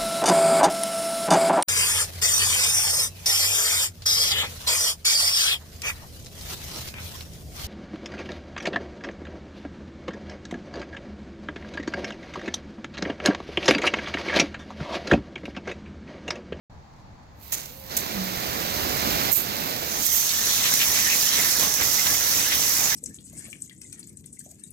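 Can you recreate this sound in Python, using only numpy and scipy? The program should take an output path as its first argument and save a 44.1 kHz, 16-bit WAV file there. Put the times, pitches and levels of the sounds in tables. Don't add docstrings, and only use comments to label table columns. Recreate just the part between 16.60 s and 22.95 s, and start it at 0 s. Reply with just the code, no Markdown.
import sys
import numpy as np
from scipy import signal
from scipy.fft import rfft, irfft
from scipy.io import wavfile
from scipy.ndimage import uniform_filter1d

SR = 44100
rng = np.random.default_rng(int(sys.argv[2]) if len(sys.argv) > 2 else 0)


def unload_wav(signal):
    wavfile.write(
        sys.argv[1],
        SR,
        np.round(np.clip(np.atleast_2d(signal).T, -1, 1) * 32767).astype(np.int16),
    )


N = 280035
TIME, HZ = np.arange(N) / SR, np.fft.rfftfreq(N, 1 / SR)

# f/Hz, width/Hz, boost/dB
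GRILLE_MODES = [(203, 28, 3.5), (290, 33, 2), (430, 36, 2), (2025, 91, 5.5), (13600, 500, 2.5)]
# t/s, left minus right/dB
JET_PAN = [(3.45, -3.5), (3.8, 0.5), (4.2, -0.5), (4.7, -1.5), (5.2, -3), (5.7, -0.5), (6.3, -2)]
# t/s, half-length/s, ring level/dB, f/Hz, half-width/Hz, thud/dB
GAP_SPLATS = [(3.702, .025, -33, 3300, 1200, -60), (3.92, 0.087, -31, 3600, 1500, -58),
              (4.065, 0.037, -28.5, 2500, 1100, -44), (4.221, 0.027, -26, 2550, 800, -47),
              (4.379, 0.056, -32.5, 2340, 900, -54), (4.475, 0.024, -30.5, 1874, 180, -52),
              (4.523, 0.028, -28.5, 2440, 350, -50), (4.743, 0.038, -31.5, 2700, 1300, -55),
              (4.796, 0.019, -29.5, 2020, 300, -35), (5.034, 0.037, -35, 2200, 1400, -35.5),
              (5.22, .026, -29.5, 1670, 1190, -37.5), (5.399, .015, -35, 2110, 120, -55),
              (5.471, 0.013, -30, 2560, 1500, -33.5), (5.93, 0.02, -26.5, 2300, 900, -45),
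              (6.327, .012, -32, 1730, 130, -50)]
# t/s, level/dB, left minus right/dB
BIG_DROPS = [(2.636, -24, -10), (2.8754, -40, -19.5), (2.968, -27, -13), (4.1396, -7, 1), (4.761, -14, -4),
             (4.997, -10, -7), (5.14, -15, -14), (5.341, -20, -1)]
# t/s, level/dB
SHOWER_FLOW = [
    [(0.98, -43), (1.186, -60.5), (1.29, -48.5), (1.312, -39), (1.34, -38.5)],
    [(1.42, -36.5), (1.648, -36), (2.606, -29.5), (2.7, -30.5)],
    [(2.8, -36.5), (3.102, -34.5), (3.192, -36), (3.42, -35.5)],
]
# t/s, level/dB, rise/s, hold/s, decay/s, narrowness of the opening (0-1)
NOZZLE_SPURTS = [(0.916, -25, 0.0087, 0.014, 0.013, 0.22), (0.94, -29, 0.0013, .002, 0.0054, 0.),
                 (0.96, -38, .01, .02, 0.067, 0.), (1.055, -39, .002, .002, 0.0032, 0.1),
                 (1.3654, -18, 0.0043, 0.0022, 0.0098, 0.4), (1.384, -38, .01, .015, .02, .6),
                 (2.709, -19.7, .014, 0.037, 0.041, 0.84), (3.439, -23.5, .016, .018, 0.024, 0.6),
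                 (3.498, -25, 0.037, 0.06, 0.034, .85)]
# t/s, f/Hz, level/dB
HOSE_WHISTLE = [(1.07, 477, -60), (1.11, 493, -51), (1.146, 516, -62), (1.176, 533, -50.5),
                (1.312, 524, -53), (1.36, 537, -75)]
HOSE_HUM = [(1.51, 228, -62), (1.545, 213.6, -37.5), (1.585, 188.5, -31), (1.63, 186.3, -32),
            (1.70, 187, -39), (1.77, 192, -50)]
# t/s, half-length/s, level/dB
HAND_RUSTLES = [(.335, 0.0046, -67), (.395, .04, -69), (0.635, .007, -66)]
# f/Hz, relative level/dB
JET_SPECTRUM = [(30, -11), (80, -8), (450, -12), (800, -11.5), (1400, -12), (2000, -10.5), (2800, -9.5),
                (4800, 2.5), (5900, -1), (7200, -1.5), (8600, -10.5), (11200, -6.5), (12500, -2),
                (15700, -2)]
SHOWER_SPECTRUM = [(30, -2), (90, 0), (230, 3), (380, 0), (720, 0), (1200, -6.5), (2100, -7), (3100, -9),
                   (4300, -6.5), (6700, -9.5), (8200, -16), (10900, -17), (12400, -5.5), (14000, -4),
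                   (15800, -12.5)]
WIDE_SPECTRUM = [(200, -14), (500, -8.5), (1000, -9), (2000, -9.5), (3200, -6), (5000, -3.5), (6600, 5.5),
                 (7400, -1), (8600, -4), (10800, -7), (12400, 1), (15800, -3.5)]
NARROW_SPECTRUM = [(200, -44), (1500, -22.5), (5000, -22), (7000, -1.5), (9500, -2), (10900, -7),
                   (12400, 11), (14200, 8), (15800, -4)]
YARD_SPECTRUM = [(20, -4), (40, -5.5), (70, 2.5), (140, -2.5), (200, -6), (420, -17), (850, -10.5),
                 (1400, -22), (2050, -24), (3000, -32.5), (4400, -28.5), (5300, -33.5), (7000, -34),
                 (8500, -50), (15800, -51)]
# f/Hz, left minus right/dB, coherence (0-1)
FROM_NOZZLE = [(100, -8.5, 1), (500, -6.5, 0.65), (1810, -4, 0.74), (4000, -5, 0.52), (5740, -9, 0.31),
               (7060, -2, 0.3), (9300, -7, 0.1), (10700, -2, 0.071), (12300, -16, 0.18), (15500, -9, 1)]
FROM_YARD = [(30, 0, .1), (60, -0.31, 0.82), (254, 1, 0.9), (700, 1, 0.093), (8000, -2, .1)]
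FROM_GRILLE = [(100, -9, 1, -1), (448, -6.5, 0.89, -1), (900, -6.5, 0.11, 0.4), (1090, -1, 0.14, 1.06),
               (1970, -1, 0.45, 1.0), (3220, 1, 0.38, 2.5), (5070, -5.5, 0.25, 0.5),
               (6050, -8.5, 0.24, 2.8), (7240, 0, 0.077, -3), (9600, -5, 0.1, -3.5),
               (15500, -3.5, 0.053, -0.5)]

NOZZLE_LAG_S = 0.000465
CUT_S, CUT_LENGTH_S, CUT_DB = 2.748, 0.021, -16
JET_S, JET_BUILD_S = 3.44, 0.54
WAG_HZ, WAG_PEAK_S = 4.21, 5.045
MISS_S, MISS_LENGTH_S = 5.14, 0.082


def jet(gap_db=3.5, pings_db=-6):
    body = gain_of(sum(db / (1 + (2 * (HZ - hz) / width) ** 2) for hz, width, db in GRILLE_MODES))
    landing = np.clip((TIME - JET_S) / JET_BUILD_S, 0, 1)
    wag = landing * np.cos(2 * np.pi * WAG_HZ * (TIME - WAG_PEAK_S))

    def on_grille(water):
        return place(irfft(rfft(water) * body, N), JET_SPECTRUM, FROM_GRILLE)

    def force(landed_db, first_db, wag_db, miss_db, rise_s):
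        aim_db = first_db * (1 - landing) + wag_db * wag + miss_db * swell(MISS_S, MISS_LENGTH_S)
        return gain_of(landed_db + aim_db - 60 * np.maximum(JET_S - TIME, 0) / rise_s)

    def gaps(hz, t):
        gap_hz = np.interp(t, [3.85, 4.45], [3800, 2200])
        octaves_off = np.log2((hz + 1) / gap_hz)
        return gap_db / (1 + octaves_off ** 2) + 1.63 * patches(hz, t, width_hz=1500, length_s=0.13)

    def flutter(hz, t):
        whole = patches(hz, t, width_hz=27000, length_s=0.058)
        return .9 * whole + 2.1 * patches(hz, t, width_hz=400, length_s=.03)

    slugs = on_grille(drops(per_s=970, spread_db=-0.5, splash_s=0.00066, wash=1))
    splash = on_grille(drops(per_s=2900, spread_db=2.5, splash_s=0.00027, wash=1))
    hollow = unit(shaped(band(slugs, 1200, 3850) + gain_of(pings_db) * air_pockets(), gaps))
    drum = hollow * force(-32, first_db=-6, wag_db=-0.2, miss_db=-6, rise_s=0.16)
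    blow_power = sum((gain_of(db) * swell(s, length_s)) ** 2 for s, length_s, *_, db in GAP_SPLATS)
    push = force(-40.5, first_db=-6.5, wag_db=1.5, miss_db=0, rise_s=0.11)
    thud = band(slugs, 54, 1210) * np.sqrt(blow_power + push ** 2)
    spray = band(shaped(splash, flutter), 6080, 13500)
    hiss = spray * force(-25.5, first_db=-3.5, wag_db=0.9, miss_db=-2, rise_s=0.75)
    pan_db = np.interp(TIME, *np.transpose(JET_PAN))
    return (thud + drum + hiss) * gain_of(np.array([pan_db, -pan_db]) / 2)


def air_pockets(count=40, each_per_s=7, spread_db=3, ring_s=0.016, low_hz=1650, high_hz=4600):
    t, out = np.arange(SR // 16) / SR, np.zeros((2, N))
    attack = 1 - np.exp(-t / 0.00018)
    for hz in np.geomspace(low_hz, high_hz, count):
        size = gain_of(spread_db * np.minimum(rng.exponential(1, N), 3))
        hits = size * (rng.random(N) < each_per_s / SR)
        left_lead = np.array([[0.49 + 0.28 * rng.standard_normal()], [0]])
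        ring = np.sin(2 * np.pi * hz * t + left_lead) * np.exp(-t * hz / low_hz / ring_s) * attack
        out += signal.oaconvolve(hits[None], ring, axes=1)[:, :N]
    return unit(out * gain_of([[-1.5], [0]]))


def splats():
    water = place(drops(per_s=900, spread_db=1.8, splash_s=0.00044, wash=1), JET_SPECTRUM, FROM_GRILLE)
    spectrum = rfft(band(water, 1300, 4500))
    out = np.zeros((2, N))
    for s, length_s, db, pitch_hz, width_hz, _ in GAP_SPLATS:
        ring = irfft(spectrum / (1 + ((HZ - pitch_hz) / width_hz) ** 2), N)
        out += gain_of(db) * unit(ring) * swell(s, length_s)
    return out


def bore(settled_hz=5917, sharp_hz=300, settle_s=.45, width_hz=800, octave_db=-17):
    def resonance(hz, t):
        pitch_hz = settled_hz + sharp_hz * np.exp(-np.maximum(t - JET_S, 0) / settle_s)
        first, octave = (1 / (1 + ((hz - k * pitch_hz) / width_hz) ** 2) ** 2 for k in (1, 2))
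        peaks_db = 20 * np.log10(first + gain_of(octave_db) * octave)
        return peaks_db - 2 * patches(hz, t, width_hz=91, length_s=0.037)

    water = drops(per_s=2300, spread_db=3, splash_s=0.00035, wash=0.98)
    rush = place(water, JET_SPECTRUM, FROM_GRILLE)
    opening = level(s=[3.31, JET_S, JET_S + 0.045, JET_S + JET_BUILD_S, TIME[-1]],
                    db=[-37, -37, -31.5, -31, -31], rise_s=0.22, fall_s=1)
    return unit(shaped(rush, resonance)) * opening


def snaps(decay_s=0.00076):
    bursts = np.zeros((2, N))
    for s, db, pan_db in BIG_DROPS:
        sides = gain_of(db + np.array([[pan_db], [-pan_db]]) / 2)
        bursts += sides * (TIME >= s) * np.exp(-abs(TIME - s) / decay_s)
    crack = irfft(rfft(rng.standard_normal((2, N))) * gain_of(over_hz(WIDE_SPECTRUM)[0]), N)
    return bursts * band(crack, 3800, 19000)


def shower(patter_db=-2.5):
    rain = at_nozzle(drops(per_s=2800, spread_db=1, splash_s=0.00013, wash=1.9), SHOWER_SPECTRUM)
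    rain = shaped(rain, lambda hz, t: 0.85 * patches(hz, t, width_hz=590, length_s=0.026))
    landed = np.interp(TIME, [.9, 1.5], [.6, 1])
    patter = gain_of(patter_db) * landed * band(rain, 44, 780)
    sizzle = band(rain, 1030, 8200)
    flow = level(*np.vstack(SHOWER_FLOW).T, rise_s=0.41, fall_s=0.1)
    blocked = gain_of(CUT_DB * swell(CUT_S, CUT_LENGTH_S))
    return flow * blocked * (patter + sizzle)


def mist(leak_s=0.833, leak_db=-48.5, spray_db=-31, growth=1.2, finer_db=2, body_db=-9):
    s, flow_db = np.vstack(SHOWER_FLOW).T
    fizz = at_nozzle(drops(per_s=2500, spread_db=4, splash_s=.0003, wash=1.5), SHOWER_SPECTRUM)
    leak = level([leak_s, JET_S], [leak_db, leak_db], rise_s=.17, fall_s=.1)
    turned = TIME > CUT_S
    torn = level(s, spray_db + growth * (flow_db - flow_db.max()), rise_s=.1, fall_s=.2)
    torn *= gain_of(finer_db * turned)
    body = gain_of(body_db) * (leak + torn * turned) * band(fizz, 2460, 4900)
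    return band(fizz, 7700, 18000) * np.hypot(leak, torn) + body


def spurts(sputter_db=1.5):
    spit = drops(per_s=900, spread_db=1.5, splash_s=.0007, wash=.6)
    spit *= gain_of(sputter_db * wobble(samples=200))
    wide = at_nozzle(spit, WIDE_SPECTRUM) * gain_of([[1.5], [-.5]])
    narrow = at_nozzle(spit, NARROW_SPECTRUM) * gain_of([[-4.5], [.8]])
    out = np.zeros((2, N))
    for s, db, rise_s, hold_s, decay_s, narrowness in NOZZLE_SPURTS:
        rise = np.clip((TIME - s) / rise_s, 0, 1)
        decay = np.exp(-np.maximum(TIME - s - rise_s - hold_s, 0) / decay_s)
        out += gain_of(db) * rise * decay * ((1 - narrowness) * wide + narrowness * narrow)
    return out


def hose_tone(curve, waver=.01):
    s, hz, db = np.transpose(curve)
    pitch_hz = np.interp(TIME, s, hz) * (1 + waver * wobble(samples=400))
    lag_turns = np.array([[NOZZLE_LAG_S], [0]]) * hz.mean()
    tone = np.sqrt(2) * np.sin(2 * np.pi * (np.cumsum(pitch_hz) / SR - lag_turns))
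    return tone * level(s, db, rise_s=0.074, fall_s=.08) * gain_of([[-2], [2]])


def rustles():
    grit = place(drops(per_s=500, spread_db=6, splash_s=.0006, wash=.6), SHOWER_SPECTRUM, FROM_YARD)
    touches = sum(gain_of(db) * swell(s, length_s) for s, length_s, db in HAND_RUSTLES)
    return band(grit, 3200, 9500) * touches


def yard(level_db=-48, gust_db=2):
    def gusts(hz, t):
        return gust_db * patches(hz, t, width_hz=1100, length_s=0.18) / (1 + hz / 500)

    air = place(rng.standard_normal((2, N)), YARD_SPECTRUM, FROM_YARD)
    return gain_of(level_db) * shaped(air, gusts)


def drops(per_s, spread_db, splash_s, wash):
    size = gain_of(spread_db * np.minimum(rng.exponential(1, N), 5))
    hits = size ** 2 * (rng.random(N) < per_s / SR)
    power = signal.lfilter([1], [1, -np.exp(-1 / (splash_s * SR))], hits)
    return np.sqrt(wash + power / power.mean()) * rng.standard_normal((2, N))


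def place(pair, spectrum, path, lag_s=0):
    balance_db, coherence, *lead = over_hz(path)
    balance = gain_of(balance_db)
    right, unrelated = rfft(pair)
    turn = np.exp(1j * (sum(lead) - 2 * np.pi * HZ * lag_s))
    left = (coherence * right + np.sqrt(1 - coherence ** 2) * unrelated) * turn * balance
    colour = gain_of(over_hz(spectrum)[0]) / np.hypot(1, balance)
    return unit(irfft(np.array([left, right]) * colour, N))


def at_nozzle(pair, spectrum):
    return place(pair, spectrum, FROM_NOZZLE, NOZZLE_LAG_S)


def over_hz(table):
    hz, *columns = np.transpose(table)
    return [np.interp(np.log(HZ + 1), np.log(hz + 1), column) for column in columns]


def band(pair, low_hz, high_hz):
    power = 1 / (1 + (low_hz / (HZ + 1)) ** 10) / (1 + ((HZ + 1) / high_hz) ** 10)
    return unit(irfft(rfft(pair) * np.sqrt(power), N))


def shaped(pair, field_db):
    hz, s, frames = signal.stft(pair, SR, nperseg=512, noverlap=384)
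    frames *= gain_of(field_db(hz[:, None], s))
    return signal.istft(frames, SR, nperseg=512, noverlap=384)[1][:, :N]


def patches(hz, s, width_hz, length_s):
    shape = len(hz), len(s)
    noise = np.fft.rfft2(rng.standard_normal(shape))
    across = np.fft.fftfreq(len(hz), hz[1, 0])[:, None] * width_hz
    along = np.fft.rfftfreq(len(s), s[1]) * length_s
    return evened(np.fft.irfft2(noise / (1 + (2 * across) ** 2 + (2 * along) ** 2), shape))


def wobble(samples):
    return evened(uniform_filter1d(rng.standard_normal(N), samples))


def level(s, db, rise_s, fall_s):
    outside = np.maximum(s[0] - TIME, 0) / rise_s + np.maximum(TIME - s[-1], 0) / fall_s
    return gain_of(np.interp(TIME, s, db) - 60 * outside)


def swell(s, length_s):
    return np.exp(-((TIME - s) / length_s) ** 2)


def gain_of(db):
    return 10 ** (np.asarray(db) / 20)


def evened(x):
    return x / np.sqrt(np.mean(x ** 2) + 1e-20)


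def unit(pair):
    return pair / (np.std(pair.mean(0)) + 1e-12)


def scene():
    nozzle = mist() + spurts() + bore() + hose_tone(HOSE_WHISTLE) + hose_tone(HOSE_HUM)
    return yard() + rustles() + nozzle + shower() + jet() + splats() + snaps()


def record(dry, open_s=.097, ceiling=.82, top_hz=16050):
    opened = dry * np.clip((TIME - open_s) * SR / 128, 0, 1)
    rounded = opened / (1 + (opened / ceiling) ** 6) ** (1 / 6)
    lowpass = signal.firwin(511, top_hz, window=("kaiser", 9), fs=SR)
    return signal.oaconvolve(rounded, lowpass[None], "same")


dry = scene()
out = record(dry)
unload_wav(out)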